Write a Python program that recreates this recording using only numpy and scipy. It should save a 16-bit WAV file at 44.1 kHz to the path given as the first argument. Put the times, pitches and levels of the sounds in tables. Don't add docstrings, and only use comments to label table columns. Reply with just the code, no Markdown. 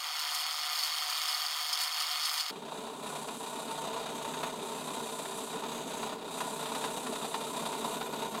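import sys
import numpy as np
from scipy import signal
from scipy.fft import rfft, irfft, next_fast_len
from scipy.io import wavfile
from scipy.ndimage import map_coordinates

SR = 44100
rng = np.random.default_rng(int(sys.argv[2]) if len(sys.argv) > 2 else 0)


def transcribe(u):
    v = np.clip(np.atleast_2d(u).T, -1, 1)
    q = np.round(v * 32767).astype(np.int16)
    wavfile.write(sys.argv[1], SR, q)


N = 370440
T = np.arange(N) / SR

CUT_S, FAST = 2.506, 4.822
SPINDLE_HZ = 31.965

# frequency at true speed in Hz, boost in dB.
FAR_COLOUR = [(30, -15), (100, -4.5), (150, -2), (450, -6.5), (1000, 0), (1400, -0.5), (1700, 0.5),
              (2300, -3.5), (3200, -6.5)]
CLOSE_COLOUR = [(30, -0.77), (340, -1.2), (550, -0.65), (850, -0.23), (1400, 0.22), (1530, -0.49),
                (2000, -0.42), (5000, -0.049), (15800, -0.65)]
# pitch in Hz, width in Hz, boost in dB.
CLOSE_RINGS = [(151.6, 9, 11), (175, 14, 1.5), (226, 19, 6), (342, 18, -4), (391, 30, 10.5),
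               (444, 39, 13.5), (501, 18, 2), (548, 20, -1.5), (613, 59, 3.5), (662, 19, 5.5), (695, 27, 3),
               (790, 28, 2.5), (830, 14, -3), (907.5, 33, 12), (950, 18, -1.5), (1002, 47, 11),
               (1120, 32, 5), (1310, 40, 3), (1450, 40, 8.5), (1520, 50, -3), (1610, 43, 3.5),
               (1775, 32, 3.5), (2220, 140, -2.5), (2402, 68, 7), (2535, 56, 7.5), (2850, 200, 3.5),
               (3090, 90, -4.5), (3200, 51, 4.2), (3606, 110, 7.5), (3830, 180, 8), (4003, 33, 6),
               (4200, 120, -2), (4361, 220, 3), (4760, 280, 3.5), (5230, 250, -2)]


def amp(db):
    return 10 ** (np.asarray(db) / 20)


def unit(x):
    return x / np.sqrt(np.mean(x ** 2) + 1e-20)


def along(points, hz):
    frequencies, values = np.transpose(points)
    return np.interp(np.log(hz + 1), np.log(frequencies + 1), values)


def wobble(rate):
    return map_coordinates(rng.standard_normal(N // 8), [T * rate], mode="wrap")


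def coloured(x, gain_db):
    size = 16384
    cepstrum = irfft(np.log(amp(gain_db(np.fft.rfftfreq(size, 1 / SR))) + 1e-7))
    cepstrum[1:size // 2] *= 2
    cepstrum[size // 2 + 1:] = 0
    kernel = irfft(np.exp(rfft(cepstrum)))
    return signal.fftconvolve(x, kernel / np.linalg.norm(kernel))[:N]


def through_press(force, spectrum, speed, detune=0):
    # pitch as heard in Hz, width in Hz, boost in dB.
    far_rings = [(732, 48, 10.5), (990, 41, 5), (1224, 93, 3), (1394, 14, 4), (1640, 50, -3),
                 (1800, 164, 6), (1973, 180, 6.5), (2170, 114, 10), (2440, 85, 7), (2890, 45, 7),
                 (3177, 140, 9), (3446, 124, 8.5), (3697, 88, -2), (4190, 70, 2), (4300, 60, -4),
                 (4410, 114, 12.5), (4530, 170, 4.5), (4750, 90, 5), (4910, 140, 4.5), (5090, 120, 7.5),
                 (5190, 70, 2), (5460, 69, 8), (5795, 420, -4), (6800, 160, 6.5), (8000, 100, -7),
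                 (8800, 440, 4.5), (9420, 260, 6.5), (12000, 700, 4.5), (15100, 500, 5)]
    rings, colour = (CLOSE_RINGS, CLOSE_COLOUR) if speed == 1 else (far_rings, FAR_COLOUR)
    rings = [(hz * (1 + detune * (hz > 2200)), width, db) for hz, width, db in rings]
    boost = lambda f: sum(db / (1 + (2 * (f - hz) / width) ** 2) for hz, width, db in rings)
    return coloured(force, lambda f: along(spectrum, f / speed) + along(colour, f / speed) + boost(f))


def strikes(rate, spread_db):
    return unit(rng.standard_normal(N) * amp(spread_db * wobble(rate)))


def drive(speed):
    # frequency at true speed in Hz, level in dB.
    spectrum = [(30, -26.5), (100, -26), (130, -19), (165, -9), (260, 0.5), (350, -8.5), (500, -9),
                (800, -23), (1500, -40.5)]
    # pitch at true speed in Hz, level close by in dB, level far off in dB.
    notes = [(86.6, -34, -30), (120.4, -28, -20.5), (128.8, -35, -25.5), (151.8, -14.5, -10),
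             (159.4, -37, -17.5), (177, -22, -24), (225, -17.5, -24), (253.5, -25, -11)]
    lumps = unit(amp(1.6 * wobble(40 * speed)))
    rumble = through_press(strikes(90 * speed, spread_db=0.5) * lumps, spectrum, speed)
    hum = np.zeros(N)
    for hz, close_db, far_db in notes:
        db = close_db + along(CLOSE_COLOUR, hz) if speed == 1 else far_db + along(FAR_COLOUR, hz)
        hum += amp(db) * np.sin(2 * np.pi * hz * speed * T + 0.5 * wobble(5))
    return rumble + hum


def held(start, end, speed):
    ramp_s = 0.13 / speed
    lean = np.clip(.5 + (T - start) / ramp_s, 0, 1)
    ease = np.clip(.5 + (end - T) / ramp_s, 0, 1)
    return lean * ease


def handwork(presses, graze, speed):
    table = np.array(presses)
    holds = np.array([held(start, end, speed) for start, end in table[:, :2]])
    rest = np.array(graze)[:, None]
    return rest + (table[:, 2:].T - rest) @ holds / np.maximum(holds.sum(axis=0), 1)


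def wheel_grip(turn_shape, speed, start_turn):
    part, db = np.transpose(turn_shape)
    turns = SPINDLE_HZ * speed * T + start_turn + .06 * wobble(SPINDLE_HZ * speed / 2)
    bite_db = 1.7 * np.clip(rng.standard_normal(N // 20), -2, 2)[turns.astype(int)]
    return unit(amp(np.interp(turns, part, db, period=1) + bite_db * np.sin(np.pi * (turns % 1))))


def chug(speed):
    # surges a second, time of one surge in seconds, swing in dB.
    surges = [(9.95, .026, .95), (11.64, .038, .55)]
    return unit(amp(sum(db * np.cos(2 * np.pi * hz * (speed * T - s)) for hz, s, db in surges)))


def chatter(force, speed, detune=0):
    # frequency at true speed in Hz, level in dB.
    spectrum = [(250, -33.5), (620, 0), (1000, -4), (1400, -7.5), (1520, -13), (2500, -14), (3700, -11),
                (5300, -21.5), (9000, -25), (15800, -38)]
    return through_press(force, spectrum, speed, detune)


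def sizzle(grip):
    # frequency in Hz, level in dB.
    spectrum = [(4500, -30), (6900, 0), (7700, 2), (8150, -5), (8500, 3), (9400, 5), (10600, -4),
                (11400, 2), (12600, 3), (13800, -3), (15000, -1), (15800, -5)]
    flicker = unit(amp(2.1 * wobble(42)))
    return coloured(strikes(1400, spread_db=3.0) * grip ** 0.16 * flicker, lambda f: along(spectrum, f))


def workshop(x, speed, fade_s, echo_db):
    t = T[:SR // 2]
    tail = rng.standard_normal(len(t)) * amp(-60 * t * speed / fade_s) * (t * speed > .004)
    return x + amp(echo_db) * signal.fftconvolve(x, tail / np.linalg.norm(tail))[:N]


def catches(rows, speed, rise_s, decay_s):
    # frequency at true speed in Hz, level in dB.
    spectrum = [(200, -38), (600, 0.5), (1000, 5.5), (1400, -0.5), (1600, -2.5), (2600, -5), (3800, -7),
                (5500, -15), (9000, -18), (15800, -29)]
    age = np.maximum(T[:SR // 5] - rise_s / 2, 0)
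    burst = (1 - np.exp(-age / rise_s)) * np.exp(-age / decay_s)
    force = np.zeros(N)
    for s, db in rows:
        first = max(round((s - rise_s) * SR), 0)
        force[first:first + len(burst)] += amp(db) * burst[:N - first]
    return through_press(force * rng.standard_normal(N), spectrum, speed)


def far_brushing():
    # start and end in seconds, chatter level in dB, hiss level in dB.
    presses = [(0.14, 0.33, -36.5, -50), (0.33, 0.38, -37.5, -44), (0.38, 0.71, -37, -50),
               (0.71, 0.87, -36, -46), (0.87, 1.05, -35.8, -50), (1.07, 1.47, -35.5, -48),
               (1.48, 1.78, -36.5, -48), (1.78, 1.86, -35.5, -43), (1.86, 1.97, -37.8, -48.5),
               (1.97, 2.04, -34.5, -50), (2.05, 2.23, -36.5, -49), (2.23, 2.41, -36, -43)]
    # place in the turn from 0 to 1, grip in dB.
    turn_shape = [(0, -6.5), (.13, 0), (.23, 5.5), (.42, 1.5), (.7, -3), (.9, -5.5)]
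    # time in seconds, relative strength in dB.
    tufts = [(0.193, -21), (0.3462, -17.5), (0.7877, -20), (0.8326, -19), (1.098, -20), (1.281, -21),
             (1.728, -16), (1.8058, -19), (1.834, -21.5), (2.001, -19), (2.232, -22), (2.252, -17),
             (2.376, -21), (2.4035, -17.5)]
    graze_db = -38.5
    chatter_db, hiss_db = handwork(presses, (graze_db, -54.5), FAST)
    grip = wheel_grip(turn_shape, FAST, start_turn=0.57)
    rasp = chatter(strikes(1500, spread_db=1.5) * grip * chug(FAST) ** 0.8 * amp(chatter_db), FAST)
    snags = amp(-7.5) * catches(tufts, FAST, rise_s=.002, decay_s=0.0086)
    rub = workshop(rasp + snags + amp(hiss_db) * sizzle(grip), FAST, fade_s=0.32, echo_db=-9)
    shake_db = -41.9 + 0.39 * (chatter_db - graze_db)
    return rub + amp(shake_db) * drive(FAST)


def bristle_hiss(sliding, hiss_db, on_tip):
    # frequency in Hz, level in dB.
    side_spectrum = [(2000, -24.5), (3800, -4), (5400, -13.5), (6300, -4.5), (6800, -5.5), (7300, -0.5),
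                     (8050, 1), (8400, -6), (9100, 0.5), (9800, -2.5), (11100, -11), (12500, -11),
                     (13400, -15), (15800, -31)]
    tip_spectrum = [(2500, -9), (3300, -3.5), (4200, -12), (5500, -15), (6600, 1.5), (6900, -5.5),
                    (7750, 0.5), (8700, -6.5), (9900, -4.5), (11100, -14), (12400, -9), (13200, -18),
                    (15800, -27)]
    side = coloured(strikes(900, spread_db=1.0) * sliding, lambda f: along(side_spectrum, f))
    tip = coloured(strikes(500, spread_db=2.0) * sliding, lambda f: along(tip_spectrum, f))
    thin_note = lambda f: -20 * np.log10(1 + ((f - 11820) / 170) ** 2)
    song = sliding * coloured(rng.standard_normal(N), thin_note)
    side += amp(-21 + (T - CUT_S)) * song
    squeal = amp(-64) * held(start=7.80, end=8.5, speed=1) * song
    return amp(hiss_db) * (np.sqrt(1 - on_tip) * side + np.sqrt(on_tip) * tip) + squeal


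def knocks(push_db):
    # start in seconds, level in dB.
    hard = [(2.72, -25), (3.126, -28), (3.414, -34), (3.6, -30), (3.693, -31), (3.847, -30), (4.538, -25),
            (5.003, -27), (5.097, -31), (5.187, -28), (5.535, -30), (6.475, -28), (6.571, -35),
            (6.628, -27), (6.718, -23), (7.229, -28.5), (7.594, -25), (7.944, -28), (8.138, -27)]
    # frequency in Hz, level in dB.
    spectrum = [(150, -34), (450, -22), (650, -7.5), (910, -1), (1000, 1.5), (1450, -11), (2500, -23),
                (3700, -9.5), (4800, -14)]
    share_of_turns, rise_s, damping = .88, .0025, 1.8
    turns = np.arange(int(CUT_S * SPINDLE_HZ), int(T[-1] * SPINDLE_HZ))
    late, strength = np.clip(rng.standard_normal((len(turns), 2)), -2, 2).T
    times = (turns + .76 + .09 * late) / SPINDLE_HZ
    levels = np.interp(times, T, push_db) + 7.2 + 1.9 * strength
    light = np.column_stack([times, levels])[rng.random(len(turns)) < share_of_turns]
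    hz, width, boost = np.array([ring for ring in CLOSE_RINGS if ring[2] > 0]).T
    t = T[:SR // 10]
    rings = np.exp(np.outer(2j * np.pi * hz - np.pi * width * damping, t)) * (1 - np.exp(-t / rise_s))
    out = np.zeros(N + SR)
    for s, db in [*hard, *light]:
        gains = amp(boost + along(spectrum, hz) + 2 * rng.standard_normal(len(hz)))
        mix = gains * np.exp(2j * np.pi * rng.random(len(hz)))
        out[round(s * SR):][:len(t)] += amp(db) * (mix / np.linalg.norm(mix) @ rings).imag
    return out[:N]


def digs():
    # middle in seconds, length in seconds, change of the chatter in dB.
    moments = [(2.98, 0.058, -5), (3.27, 0.034, -7), (3.30, 0.057, -1), (3.39, 0.068, -6), (3.71, .08, 4),
               (3.802, 0.036, -8), (5.555, .09, 5), (5.656, 0.068, 3), (5.757, .14, 2), (6.39, 0.025, 1),
               (6.54, 0.056, -4), (6.796, 0.035, -4), (6.934, 0.069, -3.5), (7.242, .09, 3),
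               (7.298, 0.039, -1), (7.529, .05, -3), (7.66, .06, 1), (7.74, .05, 2), (7.995, 0.027, -7),
               (8.123, 0.04, -3), (8.213, 0.1, 1), (8.303, 0.062, -9)]
    return sum(db * np.cos(np.pi * np.clip((T - s) / length, -.5, .5)) ** 2 for s, length, db in moments)


def close_brushing():
    # start and end in seconds, chatter level in dB, hiss level in dB,
    # and the part of the tool that touches, from 0 (side) to 1 (tip).
    presses = [(2.71, 2.85, -42.5, -53, .4), (2.85, 3.02, -43, -56, 0.15), (3.02, 3.78, -41.5, -49, 0),
               (3.78, 4.08, -39, -50, 0.9), (4.10, 4.54, -40.5, -48, 1), (4.58, 5.08, -40, -48, 0.12),
               (5.08, 5.58, -42, -47, 0), (5.61, 5.94, -41, -48.5, 0.97), (5.94, 6.12, -39, -46.5, 0.91),
               (6.28, 6.63, -39.5, -46.4, 0), (6.63, 6.92, -37.3, -46.3, 0.044),
               (6.92, 7.55, -40, -46.7, 0.08), (7.55, 8.04, -38.5, -46.5, .1),
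               (8.07, 8.5, -39.5, -50.3, 0.71)]
    # place in the turn from 0 to 1, grip in dB.
    turn_shape = [(0, -5.5), (.14, 1.8), (.42, 1.5), (.78, -0.3), (.92, -3.2)]
    # time in seconds, relative strength in dB.
    tufts = [(3.285, -24.5), (4.062, -24), (4.249, -24.5), (4.337, -22), (4.431, -16), (5.255, -25),
             (5.636, -23.5), (6.03, -20.5), (6.404, -16), (6.657, -21), (6.749, -19.5), (6.839, -16),
             (7.064, -24.5), (7.156, -27), (7.341, -16), (7.727, -23), (8.01, -18), (8.347, -21)]
    graze_db = -45.5
    chatter_db, hiss_db, on_tip = handwork(presses, (graze_db, -60.5, .5), speed=1)
    chatter_db = chatter_db + digs()
    grip = wheel_grip(turn_shape, speed=1, start_turn=0.42)
    force = strikes(320, spread_db=0.7) * grip * chug(0.99) * amp(chatter_db - 1.14)
    lower, higher = (chatter(force, speed=1, detune=shift) for shift in (-.006, .006))
    place = .5 + .5 * np.tanh(wobble(5))
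    scrub = (1 - place) * lower + place * higher
    snags = amp(-10.8) * catches(tufts, speed=1, rise_s=0.0011, decay_s=0.012)
    sliding = unit(grip ** 0.58 * amp(0.77 * wobble(60)))
    bounces = knocks(chatter_db + 20 * np.log10(chug(0.97)))
    hiss = bristle_hiss(sliding, hiss_db, np.clip(on_tip, 0, 1))
    rub = workshop(scrub + snags + bounces + hiss, speed=0.87, fade_s=0.34, echo_db=-10.5)
    shake_db = -47.5 + 0.39 * (chatter_db - graze_db) + 1.1 * on_tip + 0.43 * (T - CUT_S)
    return rub + amp(shake_db) * drive(speed=1)


def scene():
    close = np.clip(.5 + (T - CUT_S) / .012, 0, 1)
    mono = np.sqrt(1 - close) * far_brushing() + np.sqrt(close) * close_brushing()
    t = T[:SR // 20]
    scatter = rng.standard_normal(len(t)) * amp(-60 * t / 0.017)
    spread = amp(-37.5) * signal.fftconvolve(mono, scatter / np.linalg.norm(scatter))[:N]
    return np.array([mono + spread, mono - spread])


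def record(dry):
    top_hz = 15820
    size = next_fast_len(N + SR // 2)
    return irfft(rfft(dry, size) * (np.fft.rfftfreq(size, 1 / SR) < top_hz), size)[:, :N]


dry = scene()
out = record(dry)
transcribe(out)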